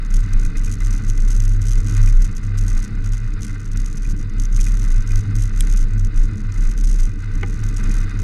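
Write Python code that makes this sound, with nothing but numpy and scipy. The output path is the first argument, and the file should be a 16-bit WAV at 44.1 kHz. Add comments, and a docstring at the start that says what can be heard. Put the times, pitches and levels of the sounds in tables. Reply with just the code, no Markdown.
"""A mountain bike's frame shudders on its tyres along a packed snow trail, heard at a camera in a
plastic case clamped to it. Each swing makes the mount stick and slip in a chatter of clicks.
The tread hums, lumps thud through the frame, and breaking snow crunches and rings the case.
The case snaps twice, the bike knocks once and a loose part clinks."""
import sys
import numpy as np
from scipy import signal
from scipy.fft import rfft, irfft, next_fast_len
from scipy.io import wavfile
from scipy.ndimage import uniform_filter1d, map_coordinates

SR = 44100
rng = np.random.default_rng(int(sys.argv[2]) if len(sys.argv) > 2 else 0)


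def log_audio(samples):
    """Write samples as a 16-bit WAV file to the path given in sys.argv[1]."""
    # one column per channel
    frames = np.atleast_2d(samples).T
    # limit to full scale, then quantise
    limited = np.clip(frames, -1, 1)
    pcm = np.round(limited * 32767).astype(np.int16)
    wavfile.write(sys.argv[1], SR, pcm)


N = 362943

# rough stretches of trail (time [s], length [s], shudder level [dB], chatter level [dB])
ROUGH_STRETCHES = [(0.099, 0.13, -8, -42.5), (0.33, 0.15, -11, -44), (0.559, 0.2, -14, -44),
                   (0.793, 0.19, -10.5, -43.0), (1.023, 0.11, -13.0, -46.5), (1.168, 0.4, -10, -43.5),
                   (1.615, 0.2, -9.5, -43), (1.833, 0.23, -11.0, -43), (1.974, 0.28, -4.5, -41.5),
                   (2.355, 0.04, -13, -43.5), (2.57, 0.27, -11.0, -43), (3.042, 0.18, -14, -48),
                   (3.406, 0.068, -34, -42), (3.713, 0.19, -15, -48.5), (3.92, 0.22, -18, -45.5),
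                   (4.379, 0.11, -10.5, -46), (4.527, 0.25, -7.5, -42), (4.783, 0.24, -8.5, -43.5),
                   (5.066, 0.13, -11.5, -44), (5.344, 0.12, -9, -40), (5.533, 0.306, -9.5, -42.5),
                   (5.91, 0.18, -13.5, -49), (6.162, 0.095, -5, -48.0), (6.537, 0.2, -10.5, -43),
                   (6.776, 0.29, -8.0, -42.5), (7.332, 0.046, -11.5, -46.5), (7.465, 0.075, -15.5, -45.5),
                   (7.621, 0.23, -14.5, -45), (7.86, 0.19, -13, -43.5), (8.13, 0.11, -17.5, -49.5)]
# mount clicks (frequency [Hz], gain [dB])
MOUNT_SPECTRUM = [(1500, -21), (3000, -11.5), (4300, -13.5), (5000, -7), (5400, -7.5), (6050, 2), (6650, 1),
                  (7300, -9.5), (8100, -6), (9200, -14.5), (10800, -10.5), (12200, -19.5), (13300, -33),
                  (15500, -37)]
# hard slips of the mount (time [s], relative level [dB])
HARD_SLIPS = [(0.167, -18), (0.3356, -19.5), (1.1, -15), (1.321, -28), (1.403, -16.5), (1.618, -21),
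              (1.717, -18.5), (2.0298, -21), (2.587, -18.5), (2.8486, -21), (3.432, -17), (3.7737, -17.5),
              (3.861, -19.5), (3.929, -24), (4.399, -15.5), (4.564, -15), (4.6113, -14), (5.158, -14.5),
              (5.7747, -16.5), (6.0484, -20.5), (6.698, -26.5), (6.847, -21)]
# tread hum, louder on firm patches (time [s], relative level [dB])
HUM_LEVELS = [(0.0, -38), (0.24, -22.5), (1.33, -24), (1.56, -14.0), (1.72, -25), (2.03, -14.5),
              (2.25, -30), (2.58, -15.5), (2.77, -30.5), (3.05, -17), (3.3, -27.5), (4.75, -26.5),
              (5.43, -12.5), (5.52, -26), (5.97, -19.5), (6.79, -28), (7.75, -20), (8.23, -22)]
# unevenness of the trail (time [s], relative level [dB])
RUMBLE_LEVELS = [(0.0, -36.5), (0.45, -32.5), (0.95, -32.5), (1.45, -35.5), (1.93, -31), (2.18, -37),
                 (2.35, -33), (2.95, -33.5), (3.94, -37), (4.06, -33), (4.87, -34.5), (5.21, -30.5),
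                 (5.45, -34.5), (6.71, -33), (7.0, -35), (7.85, -29.0), (8.11, -33.5), (8.23, -26.5)]
# frame rumble (frequency [Hz], relative gain [dB])
RUMBLE_SPECTRUM = [(35, -30.5), (55, 1), (75, 0.5), (125, -2), (170, -5), (218, -2.5), (250, -16),
                   (290, -7), (350, -21.5), (460, -19), (560, -39.5), (750, -41), (1200, -111)]
# tyres pressing the snow (time [s], relative level [dB])
CRUNCH_LEVELS = [(0.0, -49.5), (0.2, -46), (1.05, -48.0), (1.63, -51.0), (1.99, -43.5), (2.21, -51.0),
                 (2.72, -46.5), (3.73, -51.0), (4.45, -50.0), (4.57, -49), (5.21, -46), (5.63, -48),
                 (6.04, -50.5), (6.66, -47), (6.85, -50.5), (7.45, -48.5), (7.88, -42.5), (8.23, -46.5)]
# breaking snow (frequency [Hz], relative gain [dB])
FIZZ_SPECTRUM = [(400, -6), (1500, -7.5), (3200, -4), (3900, 8), (5000, 2), (5700, -6), (10000, -8),
                 (12000, -26), (15500, -19)]
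# plastic case (frequency [Hz], width [Hz], relative gain [dB])
CASE_RESONANCES = [(630, 84, -10.5), (805.4, 52, -4.5), (990, 91, -4.5), (1196, 146, 0.5), (1400, 286, 2),
                   (1521, 115, 5.5), (1875, 420, -2.5), (2034, 180, 3), (2507, 227, -3), (2877, 225, -11),
                   (3630, 244, -11.5), (4910, 550, -16)]
# snaps against the case (time [s], level [dB])
CASE_SNAPS = [(3.449, -21), (5.6075, -5.5)]
# snapped case (frequency [Hz], relative level [dB], t60 [s])
CASE_MODES = [(1780, -17, 0.012), (2360, -17, 0.025), (3230, -8, 0.0064), (4020, -11.5, 0.0049),
              (5100, -8.5, 0.0053), (8200, 6, 0.0025), (10600, 2, 0.002), (14100, -13, .003)]
# one knock with rebounds (time [s], level [dB])
FRAME_KNOCKS = [(7.4298, -21.5), (7.4325, -15), (7.4405, -25)]
# knocked frame (frequency [Hz], relative level [dB], t60 [s])
FRAME_MODES = [(355, -1, 0.059), (464, -1, 0.08), (800, -7, 0.12), (970, 0.5, 0.029), (1210, 2.5, 0.035),
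               (1530, 1, 0.027), (1790, -5.5, 0.055), (2070, 8.5, 0.029), (2460, -2, 0.032),
               (2900, -4, 0.012)]
# clear clinks of the loose part (time [s], relative level [dB])
PART_CLINKS = [(0.4494, -44), (0.6754, -41), (2.0742, -39), (4.0522, -42), (4.5925, -40), (4.6683, -38),
               (5.1073, -40.5), (7.9064, -41.5)]
# loose part (frequency [Hz], relative level [dB], t60 [s])
PART_MODES = [(1980, 8.5, 0.017), (2460, 8.5, 0.05), (2602, -1.5, 0.02), (2650, -15, .015)]

SHUDDER_ATTACK_S, SHUDDER_DECAY_S, SHUDDER_IDLE_DB = 0.033, 0.031, -23.5
CHATTER_ATTACK_S, CHATTER_DECAY_S, CHATTER_IDLE_DB = 0.008, 0.022, -55
TYRE_TRAVEL = 0.72  # swing limit, full scale 1
BAND_LIMIT_HZ = 15700


def swing_phase(swing_hz, wander_hz):
    """Phase of the frame bouncing on its tyres, jostled by the trail."""
    return 2 * np.pi * np.cumsum(swing_hz + wander_hz * wobble(25)) / SR


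def frame_shudder(phase, gain_db, uneven_db, jiggle_db, cutoff_hz):
    """The tyres stiffen at the end of their travel and soften the bounce into a deep flutter."""
    stretches = [(start_s, length_s, db) for start_s, length_s, db, _ in ROUGH_STRETCHES]
    shudder_db = shaking_db(stretches, SHUDDER_ATTACK_S, SHUDDER_DECAY_S, SHUDDER_IDLE_DB)
    bounce = amp(shudder_db + gain_db + uneven_db * wobble(28)) * unit(np.sin(phase))
    # even on smooth snow; drifts in and out of step
    jiggle = amp(jiggle_db) * unit(wobble(22) * np.cos(phase) + wobble(22) * np.sin(phase))
    swing = TYRE_TRAVEL * np.tanh((bounce + jiggle) / TYRE_TRAVEL)
    return filtered(swing, lambda hz: 1 / (1 + (hz / cutoff_hz) ** 8))


def mount_chatter(phase, gain_db, uneven_db, peak_rate_hz, bunching, spread_db, sparkle, sparkle_hz):
    """Tiny stick-slip clicks, densest on rough ground and where each swing is fastest."""
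    stretches = [(start_s, length_s, db) for start_s, length_s, _, db in ROUGH_STRETCHES]
    chatter_db = shaking_db(stretches, CHATTER_ATTACK_S, CHATTER_DECAY_S, CHATTER_IDLE_DB)
    # grips on some swings, less under hard shaking
    grip = np.clip(amp(0.3 * (CHATTER_IDLE_DB - chatter_db)), 0, 1)
    chatter_db += uneven_db * grip * (np.tanh(1.5 * wobble(35)) - 0.5)
    speed = np.abs(np.cos(phase + 0.76 * wobble(70)))
    density = amp(0.79 * (chatter_db - chatter_db.max()))
    kicks = grains(peak_rate_hz * density * speed ** bunching, spread_db) / np.sqrt(density)
    clicks = unit(slip_clicks(kicks, scrape=0.44, decay_s=0.014))
    # harder slips are brighter
    treble = filtered(clicks, lambda hz: 1 - 1 / (1 + (hz / sparkle_hz) ** 8))
    treble_gain = amp(sparkle * (chatter_db - np.percentile(chatter_db, 65)))
    return amp(chatter_db + gain_db) * (clicks + (treble_gain - 1) * treble)


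def mount_slips(gain_db):
    """On the hardest jolts the mount jumps in one loud click."""
    kicks = np.zeros(N)
    for time_s, db in HARD_SLIPS:
        kicks[round(time_s * SR)] = amp(db)
    return amp(gain_db) * slip_clicks(kicks, scrape=0.62, decay_s=0.01)


def slip_clicks(kicks, scrape, decay_s):
    """Each slip is a sharp click, then a short scrape as the mount grips again."""
    t = np.arange(SR // 20) / SR
    tail = t * amp(-120 * t / decay_s)
    energy = np.abs(signal.fftconvolve(kicks ** 2, tail / tail.sum())[:N])
    return coloured(kicks + scrape * np.sqrt(energy) * grains(6000, spread_db=5), MOUNT_SPECTRUM)


def tread_hum(gain_db, knob_hz, wander_hz, uneven_db):
    """Knobs drum on packed snow: a rough, wavering hum, steadier where loud."""
    hum_db = curve(HUM_LEVELS)
    looseness = np.minimum(1, amp(0.86 * (np.median(hum_db) - hum_db)))
    waver_db = uneven_db * looseness * (np.tanh(wobble(20) + 0.5) - 0.5)
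    phase = 2 * np.pi * np.cumsum(knob_hz + wander_hz * wobble(35)) / SR
    return amp(hum_db + gain_db + waver_db) * unit(np.sin(phase) * amp(1.1 * wobble(35)))


def trail_rumble(gain_db, rate_hz, uneven_db):
    """Lumps in the trail thud through the frame."""
    envelope = amp(curve(RUMBLE_LEVELS) + gain_db + uneven_db * wobble(12))
    return envelope * unit(coloured(grains(rate_hz, spread_db=2.5), RUMBLE_SPECTRUM))


def snow_crunch(fizz_db, ring_db, ring_rate_hz, spread_db, clump_db):
    """Crystals break in clumps under the tyres and ring the case."""
    clumps = amp(clump_db * wobble(70) + 1.01 * wobble(9))
    fizz = unit(coloured(clumps * grains(12000, spread_db=-3.5), FIZZ_SPECTRUM))
    ring = unit(resonated(clumps * grains(ring_rate_hz, spread_db), CASE_RESONANCES))
    return amp(curve(CRUNCH_LEVELS)) * (amp(fizz_db) * fizz + amp(ring_db) * ring)


def case_snaps():
    """Sharp blows ring the case's high, short modes."""
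    return struck(CASE_SNAPS, CASE_MODES, grit=0.28)


def frame_knock():
    """The bike hits a bump and rebounds, ringing the frame."""
    return struck(FRAME_KNOCKS, FRAME_MODES, grit=1.0)


def part_clinks(gain_db, faint_db, faint_count):
    """A loose part clinks: clearly now and then, faintly at random times."""
    faint = [(when * N / SR, faint_db + 6 * size) for when, size in rng.random((faint_count, 2))]
    return amp(gain_db) * struck(PART_CLINKS + faint, PART_MODES, grit=1.7)


def struck(blows, modes, grit):
    """Each blow rings the modes at new strengths, roughened by noise."""
    out, t = np.zeros(N + SR), np.arange(SR // 8) / SR
    for time_s, db in blows:
        ring = np.zeros(len(t))
        for k, (hz, mode_db, t60_s) in enumerate(modes):
            envelope = amp(mode_db + rng.normal(0, 2) - 60 * t / t60_s)
            ring += (-1) ** k * envelope * np.sin(2 * np.pi * hz * t)
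        noise = uniform_filter1d(uniform_filter1d(rng.standard_normal(len(t)), size=40), size=16)
        out[round(time_s * SR):][:len(t)] += amp(db) * ring / np.abs(ring).max() * (1 + grit * noise)
    return out[:N]


def shaking_db(stretches, attack_s, decay_s, idle_db):
    """Level that builds into each rough stretch and dies back to idle."""
    t, gain = np.arange(N) / SR, np.zeros(N)
    for start_s, length_s, db in stretches:
        near = slice(max(int((start_s - 0.2) * SR), 0), int((start_s + length_s + 0.3) * SR))
        age_s = t[near] - start_s
        rise = (1 + np.tanh(age_s / attack_s)) / 2
        fall = (1 + np.tanh((length_s - age_s) / decay_s)) / 2
        gain[near] = np.maximum(gain[near], amp(db) * rise * fall)
    return 20 * np.log10(np.hypot(gain, amp(idle_db)))


def grains(rate_hz, spread_db):
    """Random impulses of uneven size and either sign, at rms 1."""
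    fires = rng.random(N) < rate_hz / SR
    sizes = amp(spread_db * np.clip(rng.standard_normal(N), -2, 2))
    return unit(fires * sizes * np.sign(rng.standard_normal(N)))


def wobble(rate_hz):
    """Smooth curve through random knots."""
    knots = rng.standard_normal(int(N * rate_hz / SR) + 4)
    return map_coordinates(knots, [np.arange(N) * rate_hz / SR])


def curve(points):
    """Timed levels, interpolated per sample."""
    time_s, db = np.transpose(points)
    return np.interp(np.arange(N) / SR, time_s, db)


def coloured(x, spectrum):
    """x shaped by a spectrum, interpolated in log frequency."""
    points_hz, db = np.transpose(spectrum)
    return causal(x, lambda hz: amp(np.interp(np.log(hz + 1), np.log(points_hz), db)))


def resonated(x, resonances):
    """x through steep-sided resonances."""
    def gain(hz):
        peaks = (amp(db) / (1 + (2 * (hz - centre_hz) / width_hz) ** 2)
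                 for centre_hz, width_hz, db in resonances)
        return np.sqrt(sum(peak ** 2 for peak in peaks))
    return causal(x, gain)


def causal(x, gain):
    """x through a minimum-phase filter of magnitude gain(hz)."""
    def response(hz):
        cepstrum = irfft(np.log(np.maximum(gain(hz), 1e-6)))
        cepstrum[1:len(hz) - 1] *= 2
        cepstrum[len(hz):] = 0
        return np.exp(rfft(cepstrum))
    return filtered(x, response)


def filtered(x, response):
    """x through a complex response(hz)."""
    size = 2 * next_fast_len(N // 2 + SR // 4)
    return irfft(rfft(x, size) * response(np.fft.rfftfreq(size, 1 / SR)), size)[:N]


def amp(db):
    """Decibels to gain."""
    return 10 ** (np.asarray(db) / 20)


def unit(x):
    """x at rms 1."""
    return x / np.sqrt(np.mean(x ** 2) + 1e-20)


def scene():
    """Mono mix at the camera; one swing phase drives frame and mount."""
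    phase = swing_phase(swing_hz=31.37, wander_hz=4)
    mix = frame_shudder(phase, gain_db=0.5, uneven_db=1.5, jiggle_db=-23, cutoff_hz=38)
    mix += tread_hum(gain_db=-3.5, knob_hz=100.04, wander_hz=4.2, uneven_db=9.0)
    mix += trail_rumble(gain_db=1.76, rate_hz=900, uneven_db=0.96)
    mix += snow_crunch(fizz_db=-10.0, ring_db=2.5, ring_rate_hz=1600, spread_db=1.5, clump_db=1.7)
    mix += mount_chatter(phase, gain_db=0.5, uneven_db=4.5, peak_rate_hz=3500, bunching=5.2,
                         spread_db=6, sparkle=0.39, sparkle_hz=9600)
    mix += mount_slips(gain_db=15.0)
    mix += case_snaps() + frame_knock()
    mix += part_clinks(gain_db=8.5, faint_db=-56, faint_count=30)
    return mix[None]


def record(dry):
    """Brick-wall low-pass at the camera's band limit."""
    return filtered(dry[0], lambda hz: hz < BAND_LIMIT_HZ)[None]


dry = scene()
out = record(dry)
log_audio(out)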